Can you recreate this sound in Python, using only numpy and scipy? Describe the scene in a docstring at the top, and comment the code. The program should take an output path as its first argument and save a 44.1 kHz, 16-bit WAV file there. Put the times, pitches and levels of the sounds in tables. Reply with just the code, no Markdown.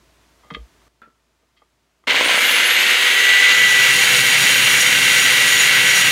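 """Over a background of hiss and hum, an angle grinder is handled with knocks and a thud: struck, decaying modes.
The recorder turns its level down abruptly, so hiss and hum become fainter; the wheel clinks on the vise.
At switch-on the brushes pop (filtered impulses) and sputter. The motor spins up: random tooth blows rattle case
and guard, fan noise and shaft multiples howl and whine; the brushes squeal briefly. Then the wheel skims and is
leaned into steel: noise modulated by the wheel's turning is filtered into scrape and ring, over a bench rumble.
A small workshop, close by, the same in both channels."""
import sys
import numpy as np
from scipy import signal
from scipy.fft import rfft, irfft
from scipy.io import wavfile
from scipy.ndimage import uniform_filter1d

SR = 44100
rng = np.random.default_rng(int(sys.argv[2]) if len(sys.argv) > 2 else 0)


def wav_out(sig):
    """Save sig, one row per channel (or a flat mono array), as 16-bit PCM at SR to the path in sys.argv[1]."""
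    wavfile.write(sys.argv[1], SR, np.round(np.clip(np.atleast_2d(sig).T, -1, 1) * 32767).astype(np.int16))


N = 269451

# Background hiss spectrum. Each row: frequency in Hz, relative level in dB.
AIR_SPECTRUM = [(47, -33), (80, -3), (201, -6), (371, -4.5), (515, -11), (669, -5), (797, -15), (890, -8.5),
                (6670, -19), (15000, -30)]
# Handling knocks. Each row: start in s, peak level in dB, centre brightness in Hz, rise in s, t60 in s.
KNOCKS = [(0.43, -44, 900, 0.0061, 0.44), (0.503, -24, 1480, 0.0016, 0.1),
          (0.506, -38.5, 4300, 0.0018, .06), (0.510, -29.5, 200, 0.0042, 0.26),
          (0.536, -31, 3580, .003, 0.083), (0.545, -18, 2650, 0.0035, 0.052),
          (0.564, -29, 400, 0.00224, 0.064), (0.813, -51, 1100, 0.0043, 0.043),
          (0.864, -48, 800, .004, 0.042), (1.066, -47, 397, 0.0081, 0.088), (1.423, -56, 550, 0.0094, 0.12),
          (1.560, -49.5, 3720, 0.016, .13), (1.618, -44.5, 850, 0.0019, 0.056),
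          (2.038, -44, 1000, .002, 0.044)]
# Tool modes rung by handling. Each row: frequency in Hz, relative level in dB.
HANDLED_MODES = [(150, 3.5), (215, 2), (285, -1), (465, 3), (600, -3), (1140, 1.5), (1220, 6.5), (1950, -1),
                 (2060, 2.5), (2200, -5), (2550, -6), (3165, 2), (3290, 1), (3720, -4), (4200, -11),
                 (4550, -13)]
# Wheel touching the vise. Each row: frequency in Hz, level in dB, t60 in s.
CLINK_MODES = [(226, -50, 0.15), (570, -62, .15), (1330, -44.5, 0.29), (1376, -43, 0.24), (1560, -48, .1),
               (2500, -55, .1), (3467, -61, .15)]
# Scuff spectrum of that touch. Each row: frequency in Hz, relative level in dB.
CLINK_SCUFF = [(100, -15), (300, 5), (800, -5), (1500, 5), (3500, -15), (7000, -36)]
# Spin-up in a fast and a slow stage. Each row: turns per second gained in Hz, time constant in s.
SPIN_UP = [(165.3, .0987), (129.8, .554)]
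# Starting torque jolts the gears. Each row: centre in s, half length (to 1/e) in s, boost in dB.
JOLTS = [(2.08, 0.02, 2.5), (2.11, 0.015, 5), (2.165, 0.01, 3.5)]
# Gear case and guard spectrum. Each row: frequency in Hz, relative level in dB.
CASE_SPECTRUM = [(30, -50), (60, -44), (130, -47), (220, -21), (370, -23.5), (500, -17), (800, -18),
                 (1150, -13), (1520, -3.5), (2100, -3.5), (2450, -4), (2900, -3), (4000, -7), (5100, -16.5),
                 (15000, -42)]
# Sheet-steel guard resonances. Each row: frequency in Hz, width in Hz, boost in dB.
GUARD_MODES = [(267, 29, 3), (492.6, 33, 8.5), (933, 25, 6), (1567, 35, 4), (2020, 92, 5.5), (2134, 43, 8),
               (2256, 120, 5.5), (2813, 61, 6), (3087, 70, 4.5)]
# Air rushing through the vents. Each row: frequency in Hz, relative level in dB.
VENT_SPECTRUM = [(2000, -26), (5000, -19), (6300, 13.5), (7300, 7.5), (9300, 5.5), (10400, -2), (11400, 0),
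                 (14000, -0.5), (16000, -7)]
# Fan lines. Each row: multiple of rotor speed, level in dB at free speed.
FAN_ORDERS = [(1, -41.5), (2, -44.5), (4, -39.5), (7, -26.5), (8, -31.5), (10, -32.5), (12, -43)]
# Commutator whine, lower and upper group. Each row: multiple of rotor speed, relative level in dB.
LOW_WHINE_ORDERS = [(21, -7), (25, -11), (26, -0.5), (32, -10)]
HIGH_WHINE_ORDERS = [(31, 0), (32, -17), (36, -13), (37, -20)]
# Tool resonances that the tones sweep through. Each row: frequency in Hz, width in Hz, gain in dB.
HOWL_PEAKS = [(1820, 60, -29), (1974, 62, -13)]
LOW_WHINE_PEAKS = [(8450, 700, -36), (9950, 520, -35.5)]
HIGH_WHINE_PEAKS = [(9100, 700, -36), (10900, 1200, -29.5)]
# Brush pops under inrush current, about whole mains cycles apart. Each row: time in s, level in dB.
SPARKS = [(2.145, -11), (2.162, -29), (2.194, -21), (2.210, -6.5), (2.262, -10), (2.278, -17),
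          (2.294, -11.5), (2.310, -13), (2.344, -12), (2.360, -20), (2.377, -9.5)]
# Spectrum of pops and sputter. Each row: frequency in Hz, relative level in dB.
SPARK_SPECTRUM = [(40, -45), (110, -22), (250, -5), (350, -8), (530, 1), (800, -4), (1000, 0), (1400, -12),
                  (4000, -28), (12000, -50)]
# Brush squeal. Each row: multiple of rotor speed, relative level in dB.
SQUEAL_ORDERS = [(36, 0), (37, -2), (39, -4), (40, -1), (41, 0), (42, -2)]
# Wheel skims the steel, then is leaned in and held. Each row: time in s, pressure (1 = steady grinding).
PRESSURE = [(3.36, 0), (3.5, .08), (3.65, .55), (3.85, .6), (3.9, .98), (4.7, 1.06), (5.45, .96)]
# Grit on steel. Each row: frequency in Hz, relative level in dB.
SCRAPE_SPECTRUM = [(300, -13.5), (1200, -2), (3000, -6), (4500, 10), (5200, 2.5), (7600, -2), (8300, 9),
                   (8900, 2), (9700, 9), (10400, -17), (11200, 0), (12800, -5), (16000, -15)]
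# Modes of the clamped part. Each row: frequency in Hz, width in Hz, relative level in dB.
STEEL_MODES = [(5800, 260, -6.5), (6680, 60, -1), (6850, 45, 2.5), (9680, 130, -8.5)]
# Clamped part sings out. Each row: centre in s, half length (to 1/e) in s, boost in dB.
FLARES = [(4.47, 0.043, 5.5), (4.8, 0.058, 3.5), (5.2, 0.076, 4), (5.6, 0.043, 7.5), (5.98, 0.1, 6)]
# Vise and bench spectrum. Each row: frequency in Hz, relative level in dB.
BENCH_SPECTRUM = [(25, -42), (58, -19), (80, -24), (118, 1.5), (150, -3), (190, -2), (280, -9), (500, -28),
                  (1500, -23)]

TURN_DOWN_S, HISS_DB, FAINTER_DB = .882, -58, -67  # hiss and hum level before and after the recorder turns down
CLINK_S = 1.018
ON_S = 2.069
FREE_HZ, SAG_HZ, INERTIA_S = 406.3, 16.8, .13  # free speed, loss at pressure 1, lag behind pressure
RATTLE_DB, RATTLE_SLOW_DB = -14.5, -3  # at free speed; change per unit of missing relative speed
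HOWL_DB, LOW_WHINE_DB, HIGH_WHINE_DB = -28, -48, -51  # at free speed, away from resonances
HOWL_LOAD_DB, HIGH_WHINE_LOAD_DB = -3, 3  # change at pressure 1
SQUEAL_S, SQUEAL_LENGTH_S, SQUEAL_DB = 2.48, .08, -39
GEAR_RATIO = 6 / 17  # wheel turns per rotor turn
SCRAPE_DB, RING_DB, RUMBLE_DB = -24.5, -27.5, -35  # at pressure 1
TOP_HZ = 15750


def undb(db):
    """Decibels to gain."""
    return 10 ** (np.asarray(db) / 20)


def unit(x):
    """Scale to rms 1."""
    return x / np.sqrt(np.mean(x ** 2) + 1e-20)


def clock():
    """Time of each sample in seconds."""
    return np.arange(N) / SR


def curves(table):
    """Each column after the time column, joined by straight lines in time."""
    s, *columns = np.transpose(table)
    return [np.interp(clock(), s, column) for column in columns]


def swells(table):
    """Gaussian bumps (s, half length s, dB), summed in dB."""
    return sum(db * np.exp(-((clock() - s) / length_s) ** 2) for s, length_s, db in table)


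def fade(start_s, t60_s):
    """A sudden start and an exponential decay."""
    age_s = clock() - start_s
    return (age_s >= 0) * np.exp(-np.log(1000) * np.maximum(age_s, 0) / t60_s)


def noise():
    """White noise."""
    return rng.standard_normal(N)


def walk(rate_hz):
    """Slow random drift, rms 1: noise smoothed twice over 1 / rate."""
    size = max(int(SR / rate_hz), 2)
    return unit(uniform_filter1d(uniform_filter1d(noise(), size), size))


def response(points):
    """Minimum-phase impulse response of a (Hz, dB) spectrum; peak 1."""
    hz, db = np.transpose(points)
    size = 8192
    grid_hz = np.maximum(np.fft.rfftfreq(size, 1 / SR), 1)
    grid_db = np.interp(np.log(grid_hz), np.log(hz), db)
    cepstrum = irfft(np.log(undb(grid_db)))
    # fold onto positive time
    cepstrum[1:size // 2] *= 2
    cepstrum[size // 2 + 1:] = 0
    h = irfft(np.exp(rfft(cepstrum)))
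    return h / np.abs(h).max()


def colour(x, points):
    """Filter by a (Hz, dB) spectrum; rms 1."""
    return unit(signal.fftconvolve(x, response(points))[:N])


def resonator(x, hz, width_hz):
    """One resonance, gain 1 at its peak."""
    b, a = signal.iirpeak(hz, hz / width_hz, SR)
    return signal.lfilter(b, a, x)


def resonate(x, modes):
    """Parallel (Hz, width Hz, dB) resonances; rms 1."""
    return unit(sum(undb(db) * resonator(x, hz, width_hz) for hz, width_hz, db in modes))


def boost(x, modes):
    """Lift each (Hz, width Hz, dB) resonance above the rest; rms 1."""
    return unit(x + sum((undb(db) - 1) * resonator(x, hz, width_hz) for hz, width_hz, db in modes))


def lines(turns, orders, shake, flutter_db):
    """Multiples of shaft rotation; each trembles in phase (shake, radians) and level."""
    out = np.zeros(N)
    for order, db in orders:
        gain = np.sqrt(2) * undb(db + flutter_db * walk(36))
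        out += gain * np.sin(2 * np.pi * round(order) * turns + shake * walk(60))
    return out


def background():
    """Soft hiss over a low, unsteady hum; the recorder turns its level down abruptly, so both become fainter."""
    db = np.where(clock() < TURN_DOWN_S, HISS_DB, FAINTER_DB)
    hum = np.sqrt(2) * np.sin(2 * np.pi * 57 * clock() + .3 * walk(6))
    return undb(db) * (colour(noise(), AIR_SPECTRUM) + undb(-4.5 + walk(5)) * hum)


def knock(bright_hz, rise_s, t60_s):
    """A short scuffing contact rings the modes near its own brightness; peak 1."""
    t = np.arange(SR // 4) / SR
    decay = np.exp(-np.log(1000) * t / t60_s)
    ring = np.zeros(len(t))
    for hz, db in HANDLED_MODES:
        nearness = np.exp(-(np.log2(hz / bright_hz) / 1.62) ** 2)
        ring += undb(db) * nearness * np.sin(2 * np.pi * (hz * t + rng.random()))
    band_hz = [0.5 * bright_hz, 1.27 * bright_hz]
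    band = signal.butter(3, band_hz, "band", fs=SR, output="sos")
    scuff = unit(signal.sosfilt(band, rng.standard_normal(len(t))))
    attack = np.minimum(t / rise_s, 1) ** 2
    out = (ring + 1.86 * scuff * np.sqrt(decay)) * decay * attack
    return out / np.abs(out).max()


def handling():
    """Knocks on the tool, a low thud through the bench, and a clink and scuff of the wheel on the vise."""
    t = clock()
    knocks = np.zeros(N)
    for s, db, bright_hz, rise_s, t60_s in KNOCKS:
        blow = undb(db) * knock(bright_hz, rise_s, t60_s)
        start = int(s * SR)
        knocks[start:start + len(blow)] += blow
    thud = undb(-34) * np.exp(-((t - .605) / 0.04) ** 2) * np.sin(2 * np.pi * 56 * t)
    clink = np.zeros(N)
    for hz, db, t60_s in CLINK_MODES:
        clink += undb(db) * fade(CLINK_S, t60_s) * np.sin(2 * np.pi * hz * (t - CLINK_S))
    scuff = undb(-47) * fade(CLINK_S, 0.21) * colour(noise(), CLINK_SCUFF)
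    return knocks + thud + clink + scuff


def rotor_speed(pressure):
    """Turns per second: exponential spin-up from the switch, lagged sag as the wheel is pressed on."""
    age_s = np.maximum(clock() - ON_S, 0)
    follow = 1 / (INERTIA_S * SR)
    load = signal.lfilter([follow], [1, follow - 1], pressure)
    missing_hz = sum(hz * np.exp(-age_s / lag_s) for hz, lag_s in SPIN_UP)
    return FREE_HZ - missing_hz - SAG_HZ * load


def impacts(turns, scatter_db, count):
    """About one blow per tooth, of uneven strength and a little early or late."""
    passed = np.floor(count * turns + .25 * walk(3000))
    where = np.flatnonzero(np.diff(passed))
    strength = noise() * undb(scatter_db * noise())
    blows = np.zeros(N)
    blows[where] = strength[where]
    return unit(blows)


def tone_gain(speed, peaks, floor_db, order):
    """A multiple of rotor speed grows with speed cubed and swells near each resonance."""
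    pitch_hz = order * speed * FREE_HZ
    swell = sum(undb(db) / (1 + (2 * (pitch_hz - hz) / width_hz) ** 2) for hz, width_hz, db in peaks)
    return np.hypot(swell, undb(floor_db) * speed ** 3)


def gear_rattle(turns, speed, shudder):
    """Tooth blows and noise excite the gear case and guard."""
    db = RATTLE_DB + RATTLE_SLOW_DB * (1 - speed) + swells(JOLTS) + 0.32 * walk(14)
    teeth = impacts(turns, scatter_db=1.0, count=12) + 0.55 * noise()
    return undb(db) * boost(colour(teeth * shudder, CASE_SPECTRUM), GUARD_MODES)


def motor_tones(turns, speed, pressure):
    """Fan howl and commutator whine swell through resonances; load damps the howl, lifts the high whine."""
    howl = tone_gain(speed, HOWL_PEAKS, HOWL_DB, order=5)
    howl = howl * lines(turns, [(5, 0)], shake=.14, flutter_db=.7)
    low = tone_gain(speed, LOW_WHINE_PEAKS, LOW_WHINE_DB, order=26)
    low = low * lines(turns, LOW_WHINE_ORDERS, shake=0.34, flutter_db=0.0)
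    high = tone_gain(speed, HIGH_WHINE_PEAKS, HIGH_WHINE_DB, order=31)
    high = high * lines(turns, HIGH_WHINE_ORDERS, shake=.45, flutter_db=3.0)
    return undb(HOWL_LOAD_DB * pressure) * howl + low + undb(HIGH_WHINE_LOAD_DB * pressure) * high


def brush_squeal(turns):
    """The brushes squeal briefly on the way up, at multiples of rotor speed."""
    envelope = np.exp(-((clock() - SQUEAL_S) / SQUEAL_LENGTH_S) ** 2)
    return undb(SQUEAL_DB) * envelope * lines(turns, SQUEAL_ORDERS, shake=.8, flutter_db=-2)


def motor(turns, speed, pressure):
    """Gears rattle, the fan howls and hisses with speed, the commutator whines, the mains hums."""
    ripple = np.sin(2 * np.pi * 120 * clock())  # twice mains frequency
    # random shudder, an uneven load twice a rotor turn and mains ripple make the rattle harsh
    shudder = undb(0.73 * walk(86) + 1.0 * np.sin(4 * np.pi * turns) + .5 * ripple)
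    rattle = gear_rattle(turns, speed, shudder)
    air = undb(-27.5 + 0.68 * walk(8.2)) * speed ** 1.2 * colour(noise() * shudder, VENT_SPECTRUM)
    hum = undb(-55) * ripple
    fan = speed ** 3 * lines(turns, FAN_ORDERS, shake=0.056, flutter_db=2.0)
    return rattle + air + hum + fan + motor_tones(turns, speed, pressure) + brush_squeal(turns)


def inrush(speed):
    """Heavy current below free speed: brushes pop at the start; mains-pulsed sputter follows missing speed."""
    pops = np.zeros(N)
    for s, db in SPARKS:
        pops[int(s * SR)] = undb(db)
    first_s = SPARKS[0][0]
    mains = undb(5 * np.cos(2 * np.pi * 60 * (clock() - first_s)))
    current = np.clip(3.0 * (1 - speed), 0, 1)
    sputter = undb(-28.5) * mains * current * colour(noise(), SPARK_SPECTRUM)
    return signal.fftconvolve(pops, response(SPARK_SPECTRUM))[:N] + sputter


def grinding(turns, pressure):
    """Grains repeat every wheel turn among fresh ones; scrape, ring and rumble grow with pressure."""
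    wheel_turns = turns * GEAR_RATIO
    angle = wheel_turns % 1
    rim = rng.standard_normal(size=320)
    grains = unit(np.interp(angle, np.linspace(0, 1, len(rim)), rim))
    high_side = np.exp(0.85 * (np.cos(2 * np.pi * angle) - 1))  # presses harder once a turn
    force = (0.96 + high_side) * undb(1.0 * walk(58))
    grit = force * (0.7 * grains + noise() * undb(1.1 * noise()))
    scrape_gain = undb(SCRAPE_DB + 0.26 * walk(3.9)) * pressure ** 1.6
    scrape = scrape_gain * colour(grit, SCRAPE_SPECTRUM)
    ring_gain = undb(RING_DB + swells(FLARES) + 1.0 * walk(27)) * pressure ** 0.21
    ring = ring_gain * resonate(grit, STEEL_MODES)
    wobble = lines(wheel_turns, [(1, -7.5), (2, -12.5)], shake=0.84, flutter_db=2.5)
    rumble_gain = undb(RUMBLE_DB + 1.4 * walk(13)) * pressure ** 0.87
    rumble = rumble_gain * (colour(noise(), BENCH_SPECTRUM) + wobble)
    return scrape + ring + rumble


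def workshop(x, t60_s, wet_db):
    """Bench and near walls return a short, diffuse echo: convolution with decaying noise."""
    tail = (noise() * fade(0.0035, t60_s))[:SR // 2]
    tail = tail / np.sqrt(np.sum(tail ** 2))
    return x + undb(wet_db) * signal.fftconvolve(x, tail)[:N]


def scene():
    """Handling, then the running tool, in the workshop over background hiss and hum."""
    pressure = np.maximum(curves(PRESSURE)[0], 0)
    rotor_hz = rotor_speed(pressure)
    speed = rotor_hz / FREE_HZ
    # speed trembles a little, and wanders with the hand while the wheel cuts
    tremble = 1 + .0006 * walk(15) + .002 * pressure * walk(4)
    turns = np.cumsum(rotor_hz * tremble) / SR
    switch = np.clip((clock() - ON_S) / .006, 0, 1)
    tool = switch * (motor(turns, speed, pressure) + inrush(speed) + grinding(turns, pressure))
    mono = workshop(tool + handling(), t60_s=.22, wet_db=-16) + background()
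    return np.array([mono, mono])


def record(dry):
    """The recorder rounds the highest peaks, then cuts the deepest bass and the top."""
    rounded = np.tanh(.9 * dry) / .9
    bass_cut = signal.butter(3, 38, "high", fs=SR, output="sos")
    top_cut = signal.ellip(10, .2, 80, TOP_HZ, fs=SR, output="sos")
    return signal.sosfilt(top_cut, signal.sosfilt(bass_cut, rounded))


dry = scene()
out = record(dry)
wav_out(out)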